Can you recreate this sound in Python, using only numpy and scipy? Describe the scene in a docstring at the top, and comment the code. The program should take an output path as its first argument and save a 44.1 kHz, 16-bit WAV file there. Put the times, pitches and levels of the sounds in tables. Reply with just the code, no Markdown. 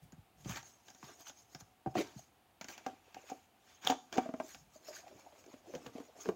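"""A faint low shudder, a soft thud and a tick are heard first, as hands turn a stiff cardboard box over.
They set it on a table and fit its lid, close by in a small room. Thuds, knocks and lid slips are struck modes:
sums of dying sines. Ticks and cracks are coloured noise bursts, and a squeak is a brief stick-slip oscillation.
Sliding skin and card are friction noise, filtered into hiss, rasp and drone.
The walls' ring drops in pitch as the lid sinks; still air lies beneath."""
import sys
import numpy as np
from scipy import signal
from scipy.io import wavfile
from scipy.ndimage import uniform_filter1d

SR = 44100
rng = np.random.default_rng(int(sys.argv[2]) if len(sys.argv) > 2 else 0)


def output_pcm(signal):
    """Save a mono or channel-first signal as 16-bit PCM at the path in sys.argv[1].

    Samples are clipped to [-1, 1] before scaling.
    """
    pcm = np.clip(np.atleast_2d(signal).T, -1, 1) * 32767
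    wavfile.write(sys.argv[1], SR, np.round(pcm).astype(np.int16))


N = 280075
T = np.arange(SR // 4) / SR  # time axis of one short sound [s]

# Knocks on the box: (time [s], wall level [dB], hollow re wall [dB], crack re wall [dB])
KNOCK_EVENTS = [(0.457, -57, 7, -6), (1.0281, -64.5, 5, 13.5), (1.8604, -38, 1.5, -12.5),
                (1.872, -44, 4, -13), (1.953, -36, 0, -4.5), (1.967, -51, 15, -10), (2.863, -37, -5.5, -7),
                (2.8826, -49.5, -5.5, -19), (3.1645, -47.5, -13, -14), (3.298, -50, -20, -18),
                (3.316, -40.5, -6, -27), (3.8705, -36.5, -32, -1), (3.8972, -29, -6, -9),
                (3.908, -38, -4, -3), (3.9201, -36.5, -8, 0), (4.1801, -27, -2, -7.5),
                (4.258, -42.5, -5, -14), (4.2897, -45.5, 5.5, -7.5), (4.3384, -44, 4.5, -4.5),
                (4.4, -37.5, -8, -3), (4.757, -56, -8, -23), (4.884, -46.5, -27, -14),
                (4.904, -50, -28, -20), (5.111, -58.5, -29, -10), (5.323, -61.5, -11, -3),
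                (5.538, -60.5, 8.5, -3), (5.7377, -43, -8, -9), (5.75, -42.5, -7, -15),
                (5.861, -51, -3, -1), (5.952, -48, 3, -17), (6.001, -53.5, 6, -3.5), (6.257, -43.5, -9, -5),
                (6.2882, -32.5, 0, -8)]
# Modes of the walls: (multiple of wall pitch [1], level [dB], undamped t60 [s])
WALL_MODES = [(.62, -1, 0.04), (.78, -1.5, 0.045), (.89, 3, 0.028), (1.0, 9.5, 0.09), (1.12, -7, .03),
              (1.56, -15, 0.052), (1.78, -20.5, 0.062)]
# Modes of the hollow: (multiple of hollow pitch [1], level [dB], undamped t60 [s])
HOLLOW_MODES = [(1.0, 0.5, 0.074), (1.32, 5, 0.009), (1.84, -5.5, 0.055)]
# Pitches of the box as the lid goes on and sinks: (time [s], wall pitch [Hz], hollow pitch [Hz])
BOX_PITCHES = [(1.86, 769, 312), (1.96, 730, 342), (2.86, 764, 264), (4.18, 754, 254), (4.26, 648, 254),
               (5.5, 587, 260), (5.95, 467, 249), (6.29, 440, 365.6)]
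# Damping of a knock by the grip: (time [s], ring time factor [1])
GRIP_DAMPING = [(1.86, 0.87), (4.18, 0.68), (6.29, 0.73)]
# Spectrum of a crack: (frequency [Hz], level [dB])
CRACK_SPECTRUM = [(300, -22), (800, 7.5), (1200, 2.5), (1550, -1.5), (1800, -7.5), (2400, -6.5),
                  (3500, -19.5), (6600, -20), (8500, -29), (16000, -60)]

# Bumps of the box on the table or the palm: (time [s], level [dB], pitch [Hz])
THUD_EVENTS = [(0.127, -49.5, 159), (0.179, -48.5, 95), (0.456, -38.5, 126.4), (0.492, -37, 123),
               (1.031, -50, 141), (1.547, -47.5, 151), (1.614, -53, 107), (1.864, -34, 137),
               (1.955, -41, 115), (1.968, -32.5, 209), (2.159, -44, 131), (5.753, -48, 165),
               (5.863, -51, 126), (6.28, -35.5, 196)]
# Modes of the box on the table: (multiple of thud pitch [1], level [dB], t60 [s])
TABLE_MODES = [(.52, -23, 0.18), (.92, -3.5, 0.091), (1.05, 0.5, 0.044), (1.6, -7, 0.066),
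               (2.4, -15, 0.035)]
# Drags of the shuddering box: (fastest time [s], speeding up [s], slowing down [s], level [dB])
DRAG_EVENTS = [(.03, 0.023, 0.12, -57), (.52, 0.2, 0.12, -51.5), (1.985, 0.017, 0.12, -66),
               (4.64, 0.37, 0.2, -66.5)]
# Spectrum of the dragged box: (frequency [Hz], level [dB])
SHUDDER_SPECTRUM = [(25, -14), (45, -10), (62, 2), (90, -18), (140, -3), (200, -12), (320, -27), (800, -39)]

# Catches of card edges and fingernails: (time [s], level [dB], pitch [Hz])
TICK_EVENTS = [(0.1216, -60.5, 7000), (0.447, -58, 3160), (0.495, -47, 6400), (0.5591, -47.5, 2200),
               (0.6285, -57, 6300), (0.883, -56, 3200), (0.9024, -57.5, 6460), (0.9475, -60.5, 7000),
               (1.0415, -57.5, 5190), (1.2965, -52.5, 3580), (1.5479, -48, 5200), (1.6075, -56, 6550),
               (2.6114, -45, 2020), (2.6435, -49, 2000), (2.685, -46.5, 2270), (2.7785, -51.5, 2400),
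               (2.8639, -47.5, 2030), (3.1448, -52, 2220), (3.2979, -53, 6680), (3.849, -45, 5870),
               (3.8686, -39, 3430), (3.9, -34.5, 2950), (3.906, -41, 7100), (4.1264, -45, 3230),
               (4.157, -53, 4540), (4.1732, -45.5, 2150), (4.182, -48, 2400), (4.4, -69, 1140),
               (4.5465, -51.5, 2290), (5.0795, -61.5, 2270), (5.4395, -63, 2560), (5.4625, -64, 6600),
               (5.7506, -48.5, 2150), (5.864, -51, 2850), (6.256, -58, 1500), (6.2902, -58, 2540)]
# Spectrum of a tick's snap: (frequency [Hz], level [dB])
SNAP_SPECTRUM = [(500, 0), (1400, -12), (2500, -2.5), (4200, -4.5), (6800, 1), (8200, -22.5), (11000, -41),
                 (15500, -10)]
# Spectrum of the card's answer to a tick: (frequency [Hz], level [dB])
ANSWER_SPECTRUM = [(100, -17), (260, -0.5), (450, -19.5), (760, 0.5), (1100, -15), (1600, -6.5),
                   (2600, -29), (6000, -36.5)]
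# Slips of the lid's rim over the box's edge: (time [s], level [dB], pitch [Hz])
SQUEAK_EVENTS = [(3.8737, -30, 3350)]
# Narrow resonances of the stiff card: (frequency [Hz], width [Hz], level [dB])
CARD_RESONANCES = [(925, 14, 0), (1150, 15, -2), (1205, 15, -3), (1600, 35, -4), (2318, 25, -3),
                   (3160, 60, -8), (3560, 70, -9)]

# Strokes of fingers over the card: (fastest time [s], length [s], level [dB])
BRUSH_EVENTS = [(0.413, 0.1, -65), (0.506, 0.17, -51), (0.674, 0.32, -60.5), (0.88, 0.18, -64.5),
                (1.064, 0.46, -61.5), (1.208, 0.083, -52.5), (1.287, 0.094, -53.5), (1.394, 0.16, -60.5),
                (1.53, 0.14, -62.5), (1.604, 0.042, -55.5), (1.913, 0.11, -70), (2.191, 0.23, -59.5),
                (2.706, 0.097, -53), (3.31, 0.33, -64), (3.72, 0.38, -70), (4.497, 0.32, -55),
                (4.752, 0.17, -63), (4.883, 0.14, -54.5), (4.967, 0.12, -53.5), (5.197, 0.075, -69.5),
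                (5.393, 0.094, -63.5), (5.745, 0.11, -63), (6.214, 0.13, -54.5)]
# Scrapes of card on card or table:
# (fastest time [s], length [s], level [dB], drone re rasp [dB], contact pitch [Hz])
SCRAPE_EVENTS = [(0.513, 0.14, -48.5, -17, 1440), (0.572, 0.1, -46.5, -9, 1320),
                 (1.053, 0.046, -67, -11, 1000), (1.092, 0.18, -63, -0.5, 1010),
                 (1.271, 0.063, -53.5, -21, 900), (1.985, 0.097, -41.5, 4.5, 2730),
                 (2.012, 0.1, -47, 4, 2290), (2.071, 0.21, -57.5, -9, 944), (2.741, 0.18, -57, 0.5, 2500),
                 (2.878, 0.24, -63.5, -1, 3144), (3.173, 0.96, -67.5, -2, 2560),
                 (3.295, 0.087, -60, -5, 3480), (3.71, 0.29, -66.5, -14, 3500),
                 (3.887, 0.16, -42, -11, 3400), (4.142, 0.047, -50, -24, 3320),
                 (4.165, 0.095, -59.5, 19.5, 2400), (4.223, 0.36, -58, -8, 1210),
                 (4.433, 0.16, -75, 20.5, 623), (4.957, 0.32, -65.5, -26, 1620)]
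# The lid worked down over the box: (time [s], drone level [dB])
LID_MOTION = [(4.8, -74), (5.08, -61.5), (5.34, -63), (5.44, -67.5), (5.53, -58), (5.62, -70.5),
              (5.68, -57.5), (5.8, -61.5), (5.865, -54), (5.92, -63.5), (5.98, -53.5), (6.1, -66),
              (6.22, -60), (6.285, -50), (6.35, -71)]
# Spectrum of friction heard through the box: (frequency [Hz], level [dB])
DRONE_SPECTRUM = [(40, -24), (80, -11.5), (160, -15), (320, 5.5), (480, -2.5), (700, 2), (950, -14),
                  (1500, -25.5), (4000, -50.5)]
# Spectrum of card rubbing: (frequency [Hz], level [dB])
RASP_SPECTRUM = [(300, -42.5), (700, 1), (1100, 0.5), (1700, 0), (2500, 0.5), (3400, -3.5), (4400, -6.5),
                 (7000, -8.5), (15000, -66)]
# Spectrum of skin rubbing: (frequency [Hz], level [dB])
HISS_SPECTRUM = [(1500, -37), (3500, -11), (4800, -3.5), (6000, -1.5), (6800, 3), (7600, -8.5),
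                 (9000, -16.5), (11500, -15.5), (15500, -11)]

# Reverberation of the room: (frequency [Hz], t60 [s])
ROOM_DECAY = [(120, 0.53), (400, 0.26), (1000, 0.36), (3000, 0.29), (7000, 0.52), (15000, 0.028)]
# Spectrum of the still air: (frequency [Hz], level [dB])
AIR_SPECTRUM = [(15, -82), (25, -21), (92, -8), (175, -17.5), (195, -12.5), (335, -13.5), (451, -17),
                (641, -16.5), (714, -10), (1020, -18), (1230, -19.5), (1890, -23.5), (2840, -22.5),
                (5730, -32.5), (16000, -32)]

TICK_ANSWER_DB = -1.5  # card's answer re snap
RISE_SHARE, SWELL_DB = 0.49, 24  # part of a stroke spent speeding up; depth of its swell
BRUSH_RASP_DB, BRUSH_DRONE_DB, BRUSH_HZ = -6.5, -13, 6440  # re hiss; contact pitch
SCRAPE_HISS_DB = -6.5  # re rasp
LID_RASP_DB, LID_HISS_DB = -10, -11  # re the lid's drone
LID_SLIPS_PER_S, LID_SLIPS_DB = 31, -5.5  # mean rate; mean level re the lid's drone
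AIR_DB = -70
EDGE_HZ = 15900  # upper band limit


def knocks(rattle_db=-13, rattle_t60=0.081):
    """Modal excitation: a knock rings hollow and walls; the lid shifts pitch, the grip damps, the tray rattles."""
    body, cracks = np.zeros(N), np.zeros(N)
    onset = rising(0.0015)
    for s, db, hollow_db, crack_db in KNOCK_EVENTS:
        wall_hz, hollow_hz = follow(BOX_PITCHES, s)
        (length,) = follow(GRIP_DAMPING, s)
        hollow = blow(onset * ring(HOLLOW_MODES, hollow_hz, length))
        wall = blow(onset * ring(WALL_MODES, wall_hz, length))
        rattle_noise = T * amp(-60 * T / rattle_t60) * rng.standard_normal(len(T))
        rattle = blow(colour(rattle_noise, DRONE_SPECTRUM))
        add(body, s, amp(db) * (wall + amp(rattle_db) * rattle + amp(hollow_db) * hollow))
        crushing = onset * burst(t60=0.0045, after_db=-17.5, after_t60=0.049)
        crack = blow(colour(crushing, CRACK_SPECTRUM), seconds=0.0076)
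        add(cracks, s, amp(db + crack_db) * crack)
    return body + card(cracks)


def thuds():
    """Low-mode excitation: soft, heavy contacts rock the box on the table; dragging makes it shudder."""
    out = np.zeros(N)
    onset = rising(0.00043)
    shudder = evened(colour(rng.standard_normal(N), SHUDDER_SPECTRUM))
    for s, db, hz in THUD_EVENTS:
        thud = blow(onset * ring(TABLE_MODES, hz, length=1.0), seconds=0.0063)
        add(out, s, -amp(db) * thud)
    for s, before, after, db in DRAG_EVENTS:
        speed = swell(before, after, depth_db=25)
        add(out, s - before, amp(db) * during(shudder, s - before, speed))
    return out


def slides():
    """Sliding friction: brushes mostly hiss on skin, scrapes rasp on card, the sinking lid drones in the box."""
    drone_rub = friction(N, per_s=220, spread_db=-2.0, smooth=0.82, judder_db=2.5)
    rasp_rub = friction(N, per_s=2000, spread_db=2.5, smooth=1.0, judder_db=1.2)
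    hiss_rub = friction(N, per_s=2700, spread_db=-0.5, smooth=0.96, judder_db=1.16)
    drone = patchy(colour(drone_rub, DRONE_SPECTRUM), depth_db=7)
    rasp = patchy(colour(rasp_rub, RASP_SPECTRUM), depth_db=3)
    hiss = patchy(colour(hiss_rub, HISS_SPECTRUM), depth_db=5.0)

    t = np.arange(N) / SR
    lid_gain = amp(follow(LID_MOTION, t)[0]) * (t > LID_MOTION[0][0])
    out = lid_gain * (drone + amp(LID_RASP_DB) * rasp + amp(LID_HISS_DB) * hiss)

    brush_rub = hiss + amp(BRUSH_RASP_DB) * rasp
    brush_drone = amp(BRUSH_DRONE_DB) * drone
    for s, length, db in BRUSH_EVENTS:
        start, sound = stroke(brush_rub, brush_drone, s, length, BRUSH_HZ)
        add(out, start, amp(db) * sound)

    scrape_rub = rasp + amp(SCRAPE_HISS_DB) * hiss
    for s, length, db, drone_db, hz in SCRAPE_EVENTS:
        start, sound = stroke(scrape_rub, amp(drone_db) * drone, s, length, hz)
        add(out, start, amp(db) * sound)
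    return card(out)


def lid_slips(spread_db=3, crack_db=-6, step_s=.005):
    """Random stick-slip: the tight lid slips at chance moments, each a tiny crack and a knock on the walls."""
    out = np.zeros(N)
    onset = rising(0.00061)
    times = np.arange(LID_MOTION[0][0], N / SR, step_s)
    crushing = onset * burst(t60=.005, after_db=-15, after_t60=.04)
    crack = blow(colour(crushing, CRACK_SPECTRUM), seconds=0.0059)
    for s, (chance, size, spot) in zip(times, rng.random((len(times), 3))):
        if chance < LID_SLIPS_PER_S * step_s:
            wall_hz, _ = follow(BOX_PITCHES, s)
            db = follow(LID_MOTION, s)[0] + LID_SLIPS_DB + spread_db * (2 * size - 1)
            wall = blow(onset * ring(WALL_MODES, wall_hz * (0.908 + .2 * spot), length=1.0))
            add(out, s, amp(db) * (wall + amp(crack_db) * crack))
    return out


def ticks(pitch_width_hz=700, pitch_db=3):
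    """Sudden release: an edge snaps free in a click with one broad pitch, and the card answers."""
    out = np.zeros(N)
    onset = rising(0.00021)
    for s, db, hz in TICK_EVENTS:
        snap = colour(onset * burst(t60=0.012, after_db=-11.0, after_t60=0.08), SNAP_SPECTRUM)
        snap = snap + amp(pitch_db) * resonate(snap, hz, pitch_width_hz)
        answer = colour(onset * burst(t60=0.085, after_db=-21.0, after_t60=0.0196), ANSWER_SPECTRUM)
        tick = blow(snap, seconds=0.0071) + amp(TICK_ANSWER_DB) * blow(answer, seconds=0.0065)
        add(out, s, amp(db) * tick)
    return card(out)


def squeaks(width_s=0.00052, overtone_db=-17, grit_db=-16):
    """Stick-slip oscillation: a few cycles sound as the rim jumps the edge."""
    out = np.zeros(N)
    t = T - .01  # zero at the loudest moment
    for s, db, hz in SQUEAK_EVENTS:
        phase = 2 * np.pi * hz * t
        grit = amp(grit_db) * rng.standard_normal(len(t))
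        slip = np.sin(phase) + amp(overtone_db) * np.sin(2 * phase) + grit
        add(out, s + t[0], amp(db) * blow(slip * np.exp(-abs(t) / width_s)))
    return card(out)


def ring(modes, hz, length):
    """Modal superposition: dying sines of a struck body, neighbouring modes swinging in opposite senses."""
    out = np.zeros(len(T))
    for i, (multiple, db, t60) in enumerate(modes):
        decay = amp(db - 60 * T / (t60 * length))
        out += (-1) ** i * decay * np.sin(2 * np.pi * hz * multiple * T)
    return out


def rising(seconds):
    """Exponential approach: a contact builds up with this time constant."""
    return 1 - np.exp(-T / seconds)


def burst(t60, after_db, after_t60):
    """Two-stage decay: fibres crush in a short burst, and the card chatters on more softly."""
    fade = amp(-60 * T / t60) + amp(after_db) * amp(-60 * T / after_t60)
    return fade * rng.standard_normal(len(T))


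def friction(size, per_s, spread_db, smooth, judder_db):
    """Asperity friction: many tiny uneven slips over a smooth rub, while the grip judders."""
    happens = rng.random(size) < per_s / SR
    heights = amp(spread_db * np.minimum(rng.exponential(1, size), 3))
    slips = happens * heights * rng.choice([-1, 1], size)
    wander = uniform_filter1d(rng.standard_normal(size), size=260)
    judder = evened(uniform_filter1d(wander, size=130))
    return (evened(slips) + smooth * rng.standard_normal(size)) * amp(judder_db * judder)


def patchy(x, depth_db):
    """Changing contact: the touching spots shift the colour in patches of some 400 Hz by 25 ms."""
    z = signal.stft(x, nperseg=512, noverlap=384)[2]
    spots = uniform_filter1d(rng.standard_normal(z.shape), size=5, axis=0)  # along frequency
    spots = evened(uniform_filter1d(spots, size=9, axis=1))  # along time
    return evened(signal.istft(z * amp(depth_db * spots), nperseg=512, noverlap=384)[1][:N])


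def stroke(rub, drone, s, length, hz, contact_db=0, contact_width_hz=450):
    """Contact resonance: a stroke swells and fades, its rub favouring one pitch. Gives start and sound."""
    before = length * RISE_SHARE
    start = s - before
    speed = swell(before, length - before, depth_db=SWELL_DB)
    rub, drone = during(rub, start, speed), during(drone, start, speed)
    pitched = rub + amp(contact_db) * resonate(rub, hz, contact_width_hz)
    return start, np.std(rub) * evened(pitched) + drone


def swell(rise, fall, depth_db):
    """Speed and loudness: a movement speeds up to its peak and slows down again."""
    up = np.linspace(-depth_db, 0, int(rise * SR) + 1)
    down = np.linspace(0, -depth_db, int(fall * SR) + 1)
    db = np.concatenate([up, down])
    return amp(db) * signal.windows.tukey(len(db), .2)  # the ends taper to silence


def during(x, s, speed):
    """Amplitude modulation: a running sound from time s on, under a movement's envelope."""
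    part = x[max(round(s * SR), 0):][:len(speed)]
    return part * speed[:len(part)]


def card(x):
    """Parallel resonance: the card's own modes ring on top of whatever touches it."""
    return x + sum(amp(db) * resonate(x, hz, width) for hz, width, db in CARD_RESONANCES)


def resonate(x, hz, width):
    """Second-order resonance with gain 1 at its peak."""
    return signal.lfilter(*signal.iirpeak(hz, hz / width, fs=SR), x)


def colour(x, points, size=4096):
    """Minimum-phase filtering: a causal filter with the given spectrum."""
    log_gain = np.log(amp(read(points, abs(np.fft.fftfreq(size, 1 / SR)))))
    spectrum = np.exp(np.conj(signal.hilbert(log_gain)))
    taps = np.fft.ifft(spectrum).real[:size // 2]
    return signal.fftconvolve(x, taps)[:len(x)]


def read(points, hz):
    """Logarithmic interpolation: a table's value at hz on a log-frequency axis."""
    f, value = np.transpose(points)
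    return np.interp(np.log(hz + 1), np.log(f + 1), value)


def follow(curve, s):
    """Linear interpolation: a curve's columns at time s."""
    times, *columns = np.transpose(curve)
    return [np.interp(s, times, column) for column in columns]


def amp(db):
    """Level and amplitude: decibels to gain."""
    return 10 ** (np.asarray(db) / 20)


def evened(x):
    """Power normalisation: scales to rms 1."""
    return x / np.sqrt(np.mean(x ** 2) + 1e-20)


def blow(x, seconds=0.013):
    """Energy normalisation: gives a short sound the energy of rms 1 held for a moment."""
    return x * np.sqrt(seconds * SR / (np.sum(x ** 2) + 1e-20))


def add(mix, s, sound):
    """Superposition: mixes a sound in at time s."""
    part = mix[max(round(s * SR), 0):][:len(sound)]
    part += sound[:len(part)]


def room(x, wet_db=-17):
    """Reverberation: sparse reflections of random sign, each band dying at its own speed."""
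    taps = rng.choice([-1., 1.], SR // 2) * (rng.random(SR // 2) < 4000 / SR)
    taps[:SR // 150] = 0  # gap before the first reflection
    hz, t, z = signal.stft(taps, SR, nperseg=256)
    decay = amp(-60 * t / read(ROOM_DECAY, hz)[:, None])
    tail = signal.istft(z * decay, SR, nperseg=256)[1]
    return x + amp(wet_db) * signal.fftconvolve(x, tail / np.linalg.norm(tail))[:N]


def still_air():
    """Stationary noise: a steady coloured background."""
    return amp(AIR_DB) * evened(colour(rng.standard_normal(N), AIR_SPECTRUM))


def scene(ring_db=-33, ring_air_db=-1):
    """Superposition: the handling in its room, the still air, and one narrow ring of the surroundings."""
    mix = room(knocks() + thuds() + slides() + lid_slips() + ticks() + squeaks())
    air = still_air()
    ringing = resonate(amp(ring_db) * mix + amp(ring_air_db) * air, hz=742.0, width=11)
    return (mix + air + ringing)[None]


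def record(dry, low_cut_hz=52):
    """Band limitation: a low cut and a steep upper edge."""
    low_cut = signal.butter(3, low_cut_hz, "highpass", fs=SR, output="sos")
    dry = signal.sosfilt(low_cut, dry)
    edge = signal.firwin(511, EDGE_HZ, window=("kaiser", 8), fs=SR)
    return signal.oaconvolve(dry, edge[None], "same")


dry = scene()
out = record(dry)
output_pcm(out)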